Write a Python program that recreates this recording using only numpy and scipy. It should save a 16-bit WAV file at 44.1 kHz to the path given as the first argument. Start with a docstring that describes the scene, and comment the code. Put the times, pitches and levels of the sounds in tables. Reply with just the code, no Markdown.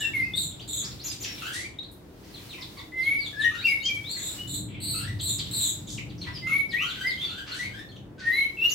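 """A short clear whistle comes first, with a hoarse note and the end of a buzz, over low distant rumble.
Then a songbird in a hanging wire cage and other caged birds mix whistles, buzzes, scratches and chirps.
The voices are wavering tones with overtones and breath; the scratches are bursts of filtered noise.
The hard porch roof and walls answer with dense echoes made of fading noise.
Broad hiss and far traffic are coloured noise that rises and falls."""
import sys
import numpy as np
from scipy import signal
from scipy.fft import rfft, irfft
from scipy.io import wavfile
from scipy.ndimage import uniform_filter1d

SR = 44100
rng = np.random.default_rng(int(sys.argv[2]) if len(sys.argv) > 2 else 0)


def pcm_store(signal):
    """Save signal as 16-bit PCM."""
    levels = np.round(np.clip(np.atleast_2d(signal), -1, 1) * 32767)
    wavfile.write(sys.argv[1], SR, levels.astype(np.int16).T)


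def attenuation_scalar(level_db):
    """Turn a level in dB into a linear amplitude multiplier (20 dB per decade)."""
    decades = np.asarray(level_db, float) / 20
    return 10 ** decades


N = 385434  # samples in the scene

# All note levels below are those before the scene is mixed.
# whistles that swell while they slur: [start t/s, length t/s, start f/Hz, end f/Hz, peak level/dB]
SLUR_NOTES = [(0, 0.073, 2926, 2685, -25), (2.92, .28, 2047, 2220, -23.5), (3.33, 0.19, 1676, 1867, -25),
              (4.38, 0.071, 2900, 2954, -37), (6.42, .22, 2090, 2238, -21), (6.72, 0.059, 1838, 1960, -26),
              (7.025, 0.083, 1952, 2094, -24.5), (8.22, .25, 1849, 2192, -21.5),
              (8.57, 0.13, 2640, 2854, -20.5)]
# struck whistles that slip onto their pitch: [start t/s, length t/s, start f/Hz, held f/Hz, peak level/dB]
PIP_NOTES = [(.135, .1, 2310, 2104, -22.5), (.22, 0.1, 2410, 2570, -47), (.335, 0.023, 3430, 3790, -28),
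             (.373, 0.017, 3780, 3840, -21), (1.08, 0.043, 4890, 4970, -38.5),
             (1.28, 0.11, 5660, 5430, -47), (1.787, 0.011, 3690, 4030, -37), (1.84, 0.011, 3900, 4430, -41),
             (3.575, 0.039, 3650, 3880, -36.5), (3.642, 0.027, 2650, 2800, -20),
             (3.655, 0.1, 4880, 5020, -46), (3.8, 0.017, 3700, 3880, -35), (3.67, 0.11, 2475, 2210, -24.5),
             (3.83, 0.072, 2830, 3200, -28.5), (3.885, .1, 2426, 2300, -28), (4.13, 0.072, 4450, 4230, -36),
             (8.325, 0.12, 3880, 4020, -34.5) ]
# whistles that slow down near their end: [start t/s, length t/s, start f/Hz, end f/Hz, peak level/dB]
GLIDE_NOTES = [(3.605, 0.053, 3900, 4710, -43), (3.612, 0.047, 1986, 2700, -37),
               (3.815, 0.028, 3850, 4650, -48), (4.04, 0.1, 3290, 4475, -37.5),
               (6.765, .095, 2086, 3137, -29), (8.18, 0.064, 1613, 1475, -44.5)]
# hoarse even glides: [start t/s, length t/s, start f/Hz, end f/Hz, peak level/dB]
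RASP_NOTES = [(0, 0.064, 1770, 1820, -41), (1.42, 0.24, 1289, 2317, -39), (2.58, 0.023, 1010, 985, -47.5),
              (2.77, 0.046, 1115, 1038, -48.5), (3.5, .12, 1252, 1706, -45), (4.93, 0.091, 1259, 1502, -44),
              (5.03, 0.09, 1670, 2004, -43.5), (6.25, 0.045, 1028, 1025, -49.5),
              (6.47, 0.061, 1427, 1115, -43), (6.94, 0.15, 1492, 1560, -45), (7.27, .18, 1371, 1634, -46),
              (7.7, 0.12, 1476, 1897, -46), (6.8, .1, 1180, 1507, -44), (7.17, 0.061, 3013, 3550, -35),
              (7.21, 0.046, 3647, 3420, -29), (7.26, 0.077, 3510, 3600, -40.5),
              (7.49, 0.06, 1355, 1635, -42.5), (7.56, 0.11, 1682, 2356, -37.5)]
# wide buzzing bands: [start t/s, length t/s, start f/Hz, end f/Hz, peak level/dB]
BUZZ_NOTES = [(0, 0.013, 3720, 3820, -36.5), (.35, 0.12, 4130, 3797, -35), (0.677, 0.15, 3930, 3555, -36.5),
              (4.095, 0.029, 3800, 3820, -41.5), (4.16, 0.18, 3693, 3890, -39.5),
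              (4.474, 0.13, 3900, 3770, -39), (4.802, .22, 4242, 4170, -34.5),
              (5.211, 0.15, 4136, 3670, -34), (5.509, 0.2, 4220, 3554, -32),
              (5.868, 0.088, 3550, 3480, -49.5)]
# scratchy noise bursts: [start t/s, length t/s, low f/Hz, high f/Hz, level/dB]
SCOLD_BURSTS = [(0.101, 0.22, 990, 1900, -62), (0.19, 0.098, 4400, 5360, -50.5),
                (0.82, 0.1, 1000, 2280, -49.5), (1.11, 0.016, 2180, 8000, -30.5),
                (1.248, 0.091, 1730, 4300, -38), (1.375, 0.091, 2230, 3800, -41.5),
                (1.519, 0.12, 2500, 9400, -35), (1.913, 0.032, 7950, 15000, -50.5),
                (2.231, 0.18, 1750, 5830, -55), (3.55, 0.072, 2150, 5560, -49),
                (3.656, 0.047, 3170, 8500, -41), (3.828, 0.02, 6500, 6950, -37.5),
                (3.85, 0.018, 4030, 6340, -27.5), (3.95, 0.012, 4500, 9800, -43.5),
                (4.162, 0.11, 1670, 2490, -45), (4.683, 0.49, 2110, 3540, -48.5),
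                (4.96, 0.11, 2350, 3420, -48), (5.882, 0.085, 4250, 8500, -39),
                (6.178, 0.034, 4700, 5950, -46.5), (6.262, 0.061, 1280, 3680, -41),
                (6.894, 0.11, 1890, 4150, -39), (7.27, 0.12, 2520, 3500, -46),
                (7.462, 0.091, 1200, 4670, -39.5), (7.544, 0.11, 2420, 8900, -41.5),
                (8.18, 0.21, 1280, 5150, -44)]
# quick sweeps: [start t/s, length t/s, start f/Hz, end f/Hz, peak level/dB]
CHIRP_NOTES = [(0.513, 0.014, 2740, 3770, -42), (0.596, 0.024, 2620, 4870, -37.5),
               (0.832, 0.03, 3610, 5950, -34.5), (0.911, 0.018, 3210, 5700, -36.5),
               (0.986, 0.044, 3100, 5730, -40.5), (1.06, 0.016, 3200, 4520, -36),
               (1.11, 0.01, 4300, 2520, -41), (1.347, 0.022, 2950, 5300, -46),
               (1.737, 0.0067, 2600, 3720, -48), (1.781, 0.0041, 2480, 4000, -37),
               (1.828, 0.012, 3210, 4600, -43), (2.339, 0.061, 4440, 1870, -45),
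               (2.488, 0.06, 4430, 2240, -38), (2.609, 0.021, 5700, 3190, -35.5),
               (2.774, 0.028, 4700, 3220, -39.5), (2.983, 0.083, 5670, 3040, -43),
               (3.184, 0.095, 4910, 3220, -39), (3.353, 0.054, 5570, 4060, -49),
               (3.398, 0.055, 4200, 2765, -34), (5.02, 0.014, 4280, 5290, -35.5),
               (5.188, 0.019, 5000, 2920, -37.5), (5.382, 0.021, 5700, 2800, -30.5),
               (5.455, 0.018, 5500, 2530, -40.5), (5.506, 0.012, 4270, 2880, -46),
               (5.599, 0.014, 3600, 2320, -42), (5.86, 0.045, 4470, 2475, -45.5),
               (5.976, 0.014, 3120, 1990, -46), (6.09, 0.029, 5000, 1854, -44.5),
               (6.215, 0.041, 4420, 1925, -40), (6.327, 0.04, 5560, 4620, -40),
               (6.358, 0.031, 4190, 2060, -41), (6.691, 0.054, 5300, 2350, -39),
               (6.872, 0.043, 4720, 3250, -35), (7.065, 0.07, 5160, 3150, -35),
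               (7.243, 0.08, 4620, 3950, -42), (7.518, 0.018, 4460, 3300, -36),
               (7.888, 0.04, 4430, 3000, -50), (7.96, 0.01, 3970, 2650, -42.5),
               (8.423, 0.028, 3180, 2720, -44.5), (8.683, 0.038, 3600, 6650, -38.5)]
# chirps up, over the top and down: [start t/s, length t/s, top f/Hz, end f/Hz, peak level/dB]
HOOK_NOTES = [(1.034, 0.049, 7090, 4800, -33.5), (1.193, .058, 7120, 2238, -34),
              (8.688, 0.039, 7000, 5180, -33)]
# how the throat colours the overtones: [f/Hz, level/dB]
THROAT_COLOUR = [(2000, 5), (4000, -1), (5800, 3.5), (7600, -2.5), (9700, -13.5), (11500, -0.5),
                 (13500, -10.5), (15200, -4), (19000, -51)]
# relative spectrum of air rushing past the membrane: [f/Hz, level/dB]
BREATH_COLOUR = [(710, -20.5), (1200, -15), (1570, -17), (2430, -9), (3110, -8), (3980, -6), (4530, -18.5),
                 (15500, -31)]
# relative level of the broad hiss: [t/s, level/dB]
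HISS_LEVEL = [(0.0, -54), (0.46, -57), (1.19, -51.5), (1.51, -42.5), (1.68, -64), (2.14, -60.5),
              (2.46, -45.5), (2.94, -56.5), (3.72, -49), (3.97, -53.5), (4.38, -45), (4.65, -78),
              (5.57, -43.5), (6.08, -61), (7.01, -52), (8.23, -66.5), (8.37, -55), (8.74, -63)]
# relative spectrum of the hiss: [f/Hz, level/dB]
HISS_COLOUR = [(700, -1), (1500, -1.5), (3000, 1), (4500, 0.5), (7000, -5.5), (11000, -7.5), (15500, -5)]
# strength of the far engines: [t/s, level/dB]
RUMBLE_LEVEL = [(0.0, -41), (2.02, -53), (4.4, -45.5), (4.63, -36), (5.77, -42), (6.01, -37.5),
                (7.42, -49.5), (7.64, -44.5), (8.74, -51.5)]
# low resonances of the far engines: [f/Hz, width f/Hz, relative level/dB]
RUMBLE_RESONANCES = [(108.9, 60, -0.5), (179.5, 92, -4.5), (297.2, 14.4, -12)]
# relative spectrum of far traffic and air: [f/Hz, level/dB]
TOWN_COLOUR = [(18, -15), (30, -0.5), (137, -5.5), (230, -8.5), (299, -0.5), (432, -9.5), (1200, -24),
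               (1820, -28), (4780, -46), (15500, -53)]

LOUD_DB = -24  # a loud note: effort is counted from here
CLEAR, SWING = 0.7, 0.6  # how clearly effort shows in the whistles; how freely the pitch swings
SLUR_FROM, SLUR_TO, SLUR_PEAK = 0.2, 0.7, 0.57  # shares of the note: slur starts, slur ends, loudest
SLUR_SWELL_DB, SLUR_FADE_DB = 21, 13.5
PIP_SLIP_S, PIP_ATTACK_S = 0.0131, 0.031
PIP_SWELL_DB, PIP_FADE_DB = 8, 13
GLIDE_PEAK, GLIDE_SWELL_DB, GLIDE_FADE_DB = 0.6, 6, 3
RASP_PEAK, RASP_SWELL_DB, RASP_FADE_DB = 0.55, 4, 4
RASP_PURE_HZ, RASP_DULL_DB_PER_KHZ = 1566, 16.5  # above this pitch the overtones drop away
BUZZ_PEAK, BUZZ_SWELL_DB, BUZZ_FADE_DB = 0.44, 6, 8
PORCH_T60_S, PORCH_TREBLE_T60_S = 0.36, 0.29  # times for the echo to fall by 60 dB
PORCH_DB = -0.5
BEAK_HZ, BEAK_WIDTH_HZ = 3750.0, 650.0
HOOK_START = 0.72  # start pitch over top pitch
HOOK_TOP_FROM, HOOK_TOP_TO = 0.25, 0.45  # shares of the note between which it stays on top
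TOP_HZ = 15800  # upper end of the sound


def level(x, db):
    """Scale to an rms level."""
    return x * attenuation_scalar(db) / np.sqrt(np.mean(x ** 2))


def walk(rate, size=N):
    """Random wander: levels held 1 / rate seconds, then smoothed twice; spread near 1."""
    hold = max(int(SR / rate), 1)
    steps = np.repeat(rng.standard_normal(size // hold + 1), hold)
    smooth = uniform_filter1d(uniform_filter1d(steps, hold), hold)
    return 1.334 * smooth[:size]


def curve(rows):
    """Draw a (t/s, value) table sample by sample."""
    return np.interp(np.arange(N) / SR, *np.transpose(rows))


def noise(shape):
    """White noise filtered by the gain shape(Hz)."""
    hz = np.maximum(np.fft.rfftfreq(N, 1 / SR), 1)
    return irfft(rfft(rng.standard_normal(N)) * shape(hz), N)


def colour(points):
    """Turn (f/Hz, level/dB) points into a gain at any frequency."""
    hz, db = np.transpose(points)
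    return lambda f: attenuation_scalar(np.interp(np.log(f), np.log(hz), db))


def pair(shape, alike_hz):
    """Left and right noise: nearly the same in the bass, unrelated well above alike_hz."""
    side = noise(lambda f: shape(f) * np.hypot(f, 0.09 * alike_hz) / np.hypot(f, alike_hz))
    return noise(shape) + side * np.array([[1], [-1]])


def placed(x, pan_db):
    """Left and right, a little to the left: pan_db is the gain difference between the sides."""
    return x * attenuation_scalar(np.array([[pan_db], [-pan_db]]) / 2)


def arch(share, peak, swell_db, fade_db):
    """Level along a note, dB under its peak: a rounded swell, then a rounded fade."""
    swell = swell_db * np.clip(1 - share / peak, 0, 1) ** 2
    fade = fade_db * np.clip((share - peak) / (1 - peak), 0, 1) ** 2
    return -swell - fade


def contours(rows, travel, loudness):
    """Rows to (t/s, f/Hz, level/dB) lines; travel (0-1) and loudness (dB) depend on (share, length)."""
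    share = np.linspace(0, 1, num=16)
    lines = []
    for s, length, a, b, db in rows:
        hz = a + (b - a) * travel(share, length)
        lines.append(np.transpose([s + length * share, hz, db + loudness(share, length)]))
    return lines


def syrinx(notes, jitter_hz, jitter_rate, flutter_db, overtone_db, growth, throat, fade_s):
    """A membrane whose pitch wavers: a little gives a clear line, much spreads each overtone into a band.
    The throat colours the overtones; a fourth column raises or lowers them along the note."""
    out = np.zeros(N)
    for rows in notes:
        s, hz, db, *bright_db = np.transpose(rows)
        start, stop = int(s[0] * SR), min(int(s[-1] * SR), N)
        t = np.arange(start, stop) / SR
        note_db = np.interp(t, s, db)
        effort_db = note_db - LOUD_DB
        # with growth above 0, loud notes are steadier than soft ones
        unsteady = attenuation_scalar(-0.5 * growth * effort_db)
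        # the swing of the pitch has limits, so the bands have firm edges
        swing = np.tanh(SWING * walk(jitter_rate, size=len(t)))
        pitch = np.interp(t, s, hz) + jitter_hz * unsteady * swing
        phase = 2 * np.pi * np.cumsum(pitch) / SR
        overtones = np.zeros(len(t))
        for k, over_db in enumerate(overtone_db, 2):
            overtones += attenuation_scalar(over_db) * throat(k * pitch) * np.sin(k * phase)
        # with growth above 0, harder singing brightens faster than it gets louder
        overtones *= attenuation_scalar(growth * effort_db)
        if bright_db:
            overtones *= attenuation_scalar(np.interp(t, s, bright_db[0]))
        edge = np.clip(np.minimum(t - s[0], s[-1] - t) / fade_s, 0, 1)
        flutter = flutter_db * unsteady * walk(jitter_rate / 2, size=len(t))
        out[start:stop] += np.sqrt(2) * (np.sin(phase) + overtones) * edge * attenuation_scalar(note_db + flutter)
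    return out


def breath(voice, breath_db):
    """Add air that rushes past the membrane, rising and falling with the strength of the voice."""
    effort = np.sqrt(np.abs(uniform_filter1d(voice ** 2, size=SR // 60)))
    return voice + effort * level(noise(colour(BREATH_COLOUR)), breath_db)


def whistles():
    """The clear voice: a nearly steady membrane that slurs, slips or glides between pitches."""
    def slur(share, _):
        part = np.clip((share - SLUR_FROM) / (SLUR_TO - SLUR_FROM), 0, 1)
        return np.sin(np.pi / 2 * part) ** 2

    def slur_level(share, _):
        return arch(share, SLUR_PEAK, SLUR_SWELL_DB, SLUR_FADE_DB)

    def slip(share, length):
        return 1 - np.exp(-share * length / PIP_SLIP_S)

    def strike(share, length):
        # in short pips the peak comes no later than halfway
        return arch(share, min(PIP_ATTACK_S / length, 0.5), PIP_SWELL_DB, PIP_FADE_DB)

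    def glide(share, _):
        return np.sin(np.pi / 2 * share)

    def glide_level(share, _):
        return arch(share, GLIDE_PEAK, GLIDE_SWELL_DB, GLIDE_FADE_DB)

    notes = contours(SLUR_NOTES, slur, slur_level)
    notes += contours(PIP_NOTES, slip, strike)
    notes += contours(GLIDE_NOTES, glide, glide_level)
    overtone_db = [-37.0, -44.0, -44.0, -22.5, -24.5]
    voice = syrinx(notes, 32.4, 130.6, 1.88, overtone_db, CLEAR, colour(THROAT_COLOUR), 0.00073)
    return breath(voice, -25.5)


def rasps():
    """Hoarse even glides of a wavering membrane, rich in overtones while low, purer as they climb."""
    glides = contours(RASP_NOTES, lambda share, _: share,
                      lambda share, _: arch(share, RASP_PEAK, RASP_SWELL_DB, RASP_FADE_DB))
    notes = []
    for line in glides:
        khz_above = np.maximum(line[:, 1] - RASP_PURE_HZ, 0) / 1e3
        notes.append(np.c_[line, -RASP_DULL_DB_PER_KHZ * khz_above])
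    overtone_db = [-2.5, -14.5, -21.5, -13.5, -26.5, -28.0, -18.5]
    voice = syrinx(notes, 129.0, 400.0, 5.4, overtone_db, 0.0, colour(THROAT_COLOUR), 0.0015)
    return breath(voice, -10.5)


def buzzes():
    """Fast, wide wavering makes a band that drifts evenly while the breath swells and runs out."""
    notes = contours(BUZZ_NOTES, lambda share, _: share,
                     lambda share, _: arch(share, BUZZ_PEAK, BUZZ_SWELL_DB, BUZZ_FADE_DB))
    voice = syrinx(notes, 453.0, 800.0, 4.58, [6.0, -6.0, -7.0], 0.0, colour(THROAT_COLOUR), 0.0011)
    return breath(voice, -24.5)


def porch(x):
    """Dense echoes off roof and walls, strong early on, different on each side; the treble dies first."""
    t = np.arange(int(0.6 * SR)) / SR
    low = signal.butter(1, 4000.0, "low", fs=SR, output="sos")
    high = signal.butter(1, 4000.0, "high", fs=SR, output="sos")
    sides = []
    for _ in range(2):
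        onset = np.clip(t / 0.0057, 0, 1) * (1 + 1.1 * np.exp(-t / 0.0028))
        grain = rng.standard_normal(len(t)) * onset
        tail = signal.sosfilt(low, grain) * attenuation_scalar(-60 * t / PORCH_T60_S)
        tail += signal.sosfilt(high, grain) * attenuation_scalar(-60 * t / PORCH_TREBLE_T60_S)
        tail /= np.sqrt(np.sum(tail ** 2))
        sides.append(signal.fftconvolve(x, tail)[:N])
    return attenuation_scalar(PORCH_DB) * np.array(sides)


def hiss():
    """Broad dry hiss that comes and goes: coloured noise with a wandering level."""
    air = level(pair(colour(HISS_COLOUR), 300.0), -1.5)
    return air * attenuation_scalar(curve(HISS_LEVEL) + 2.5 * walk(7))


def rumble():
    """Far engines boom in a few low resonances that throb on their own."""
    booms = np.zeros((2, N))
    for hz, width, db in RUMBLE_RESONANCES:
        throb = attenuation_scalar(db + 1.96 * walk(8.2))
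        booms += throb * level(pair(lambda f: 1 / (1 + (2 * (f - hz) / width) ** 2), 590.0), 0)
    return level(booms, 0) * attenuation_scalar(curve(RUMBLE_LEVEL))


def town():
    """The floor of far traffic and air: coloured noise that swells a little with the rumble."""
    rumble_db = curve(RUMBLE_LEVEL)
    swell = attenuation_scalar(0.059 * (rumble_db - rumble_db.min()))
    return level(pair(colour(TOWN_COLOUR), 770.0), -48.5) * swell


def scolds():
    """Toneless scratchy bursts: uneven clicks of air in a wide resonance, sudden start, fading end."""
    out = np.zeros(N)
    for s, length, low_hz, high_hz, db in SCOLD_BURSTS:
        t = np.arange(int(length * SR)) / SR
        grit = rng.standard_normal(len(t)) * attenuation_scalar(4.6 * walk(350.0, size=len(t)))
        band = signal.butter(3, [low_hz, min(high_hz, TOP_HZ)], "band", fs=SR, output="sos")
        burst = signal.sosfilt(band, grit)
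        shape = np.clip(t / 0.0021, 0, 1) * (1 - t / length) ** 0.65
        out[int(s * SR):][:len(t)] += level(burst, db) * shape
    return out


def chirps(bend):
    """Quick sweeps, slower at the high end and loudest where they come nearest the beak resonance."""
    share = np.linspace(0, 1, num=7)
    notes = []
    for s, length, a, b, db in CHIRP_NOTES:
        hz = a + (b - a) * share + bend * abs(b - a) * share * (1 - share)
        beak_db = -10 * np.log10(1 + ((hz - BEAK_HZ) / BEAK_WIDTH_HZ) ** 2)
        notes.append(np.transpose([s + length * share, hz, db + beak_db - beak_db.max()]))
    return syrinx(notes, 52.0, 280.0, 5.2, [-17.0], 0.0, colour(THROAT_COLOUR), 0.0017)


def hooks():
    """High arched chirps of the membrane with a strong octave."""
    share = np.linspace(0, 1, num=16)
    notes = []
    for s, length, top, end, db in HOOK_NOTES:
        hz = np.interp(share, [0, HOOK_TOP_FROM, HOOK_TOP_TO, 1], [HOOK_START * top, top, top, end])
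        notes.append(np.transpose([s + length * share, hz, db + arch(share, 0.61, 14.5, 2.0)]))
    return syrinx(notes, 56.0, 275.0, 2.7, [-3.0], 0.0, colour(THROAT_COLOUR), 0.00097)


def scene():
    """Voices heard straight and through the porch, over hiss, rumble and floor."""
    clear = whistles()
    chatter = rasps() + buzzes() + scolds()
    quick = breath(chirps(bend=0.25) + hooks(), -11.5)
    # the whistling bird sits to the left, and so do the walls nearest to it
    left = placed(attenuation_scalar(-2.5) * clear + porch(clear), 2.3)
    middle = placed(attenuation_scalar(-8.0) * chatter + attenuation_scalar(-6.0) * quick + porch(chatter + quick), 0.57)
    return left + middle + hiss() + placed(rumble() + town(), 1.13)


def roll_off(x):
    """The treble ends steeply here."""
    return signal.sosfilt(signal.butter(12, 16470, fs=SR, output="sos"), x)


def record(dry):
    """The microphone path drops the deepest bass and ends just under 16 kHz."""
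    treble_cut = signal.ellip(8, 0.2, 70, TOP_HZ, fs=SR, output="sos")
    bass_cut = signal.butter(6, 42.0, "high", fs=SR, output="sos")
    mix = signal.sosfilt(bass_cut, signal.sosfilt(treble_cut, dry))
    return roll_off(mix)


dry = scene()
out = record(dry)
pcm_store(out)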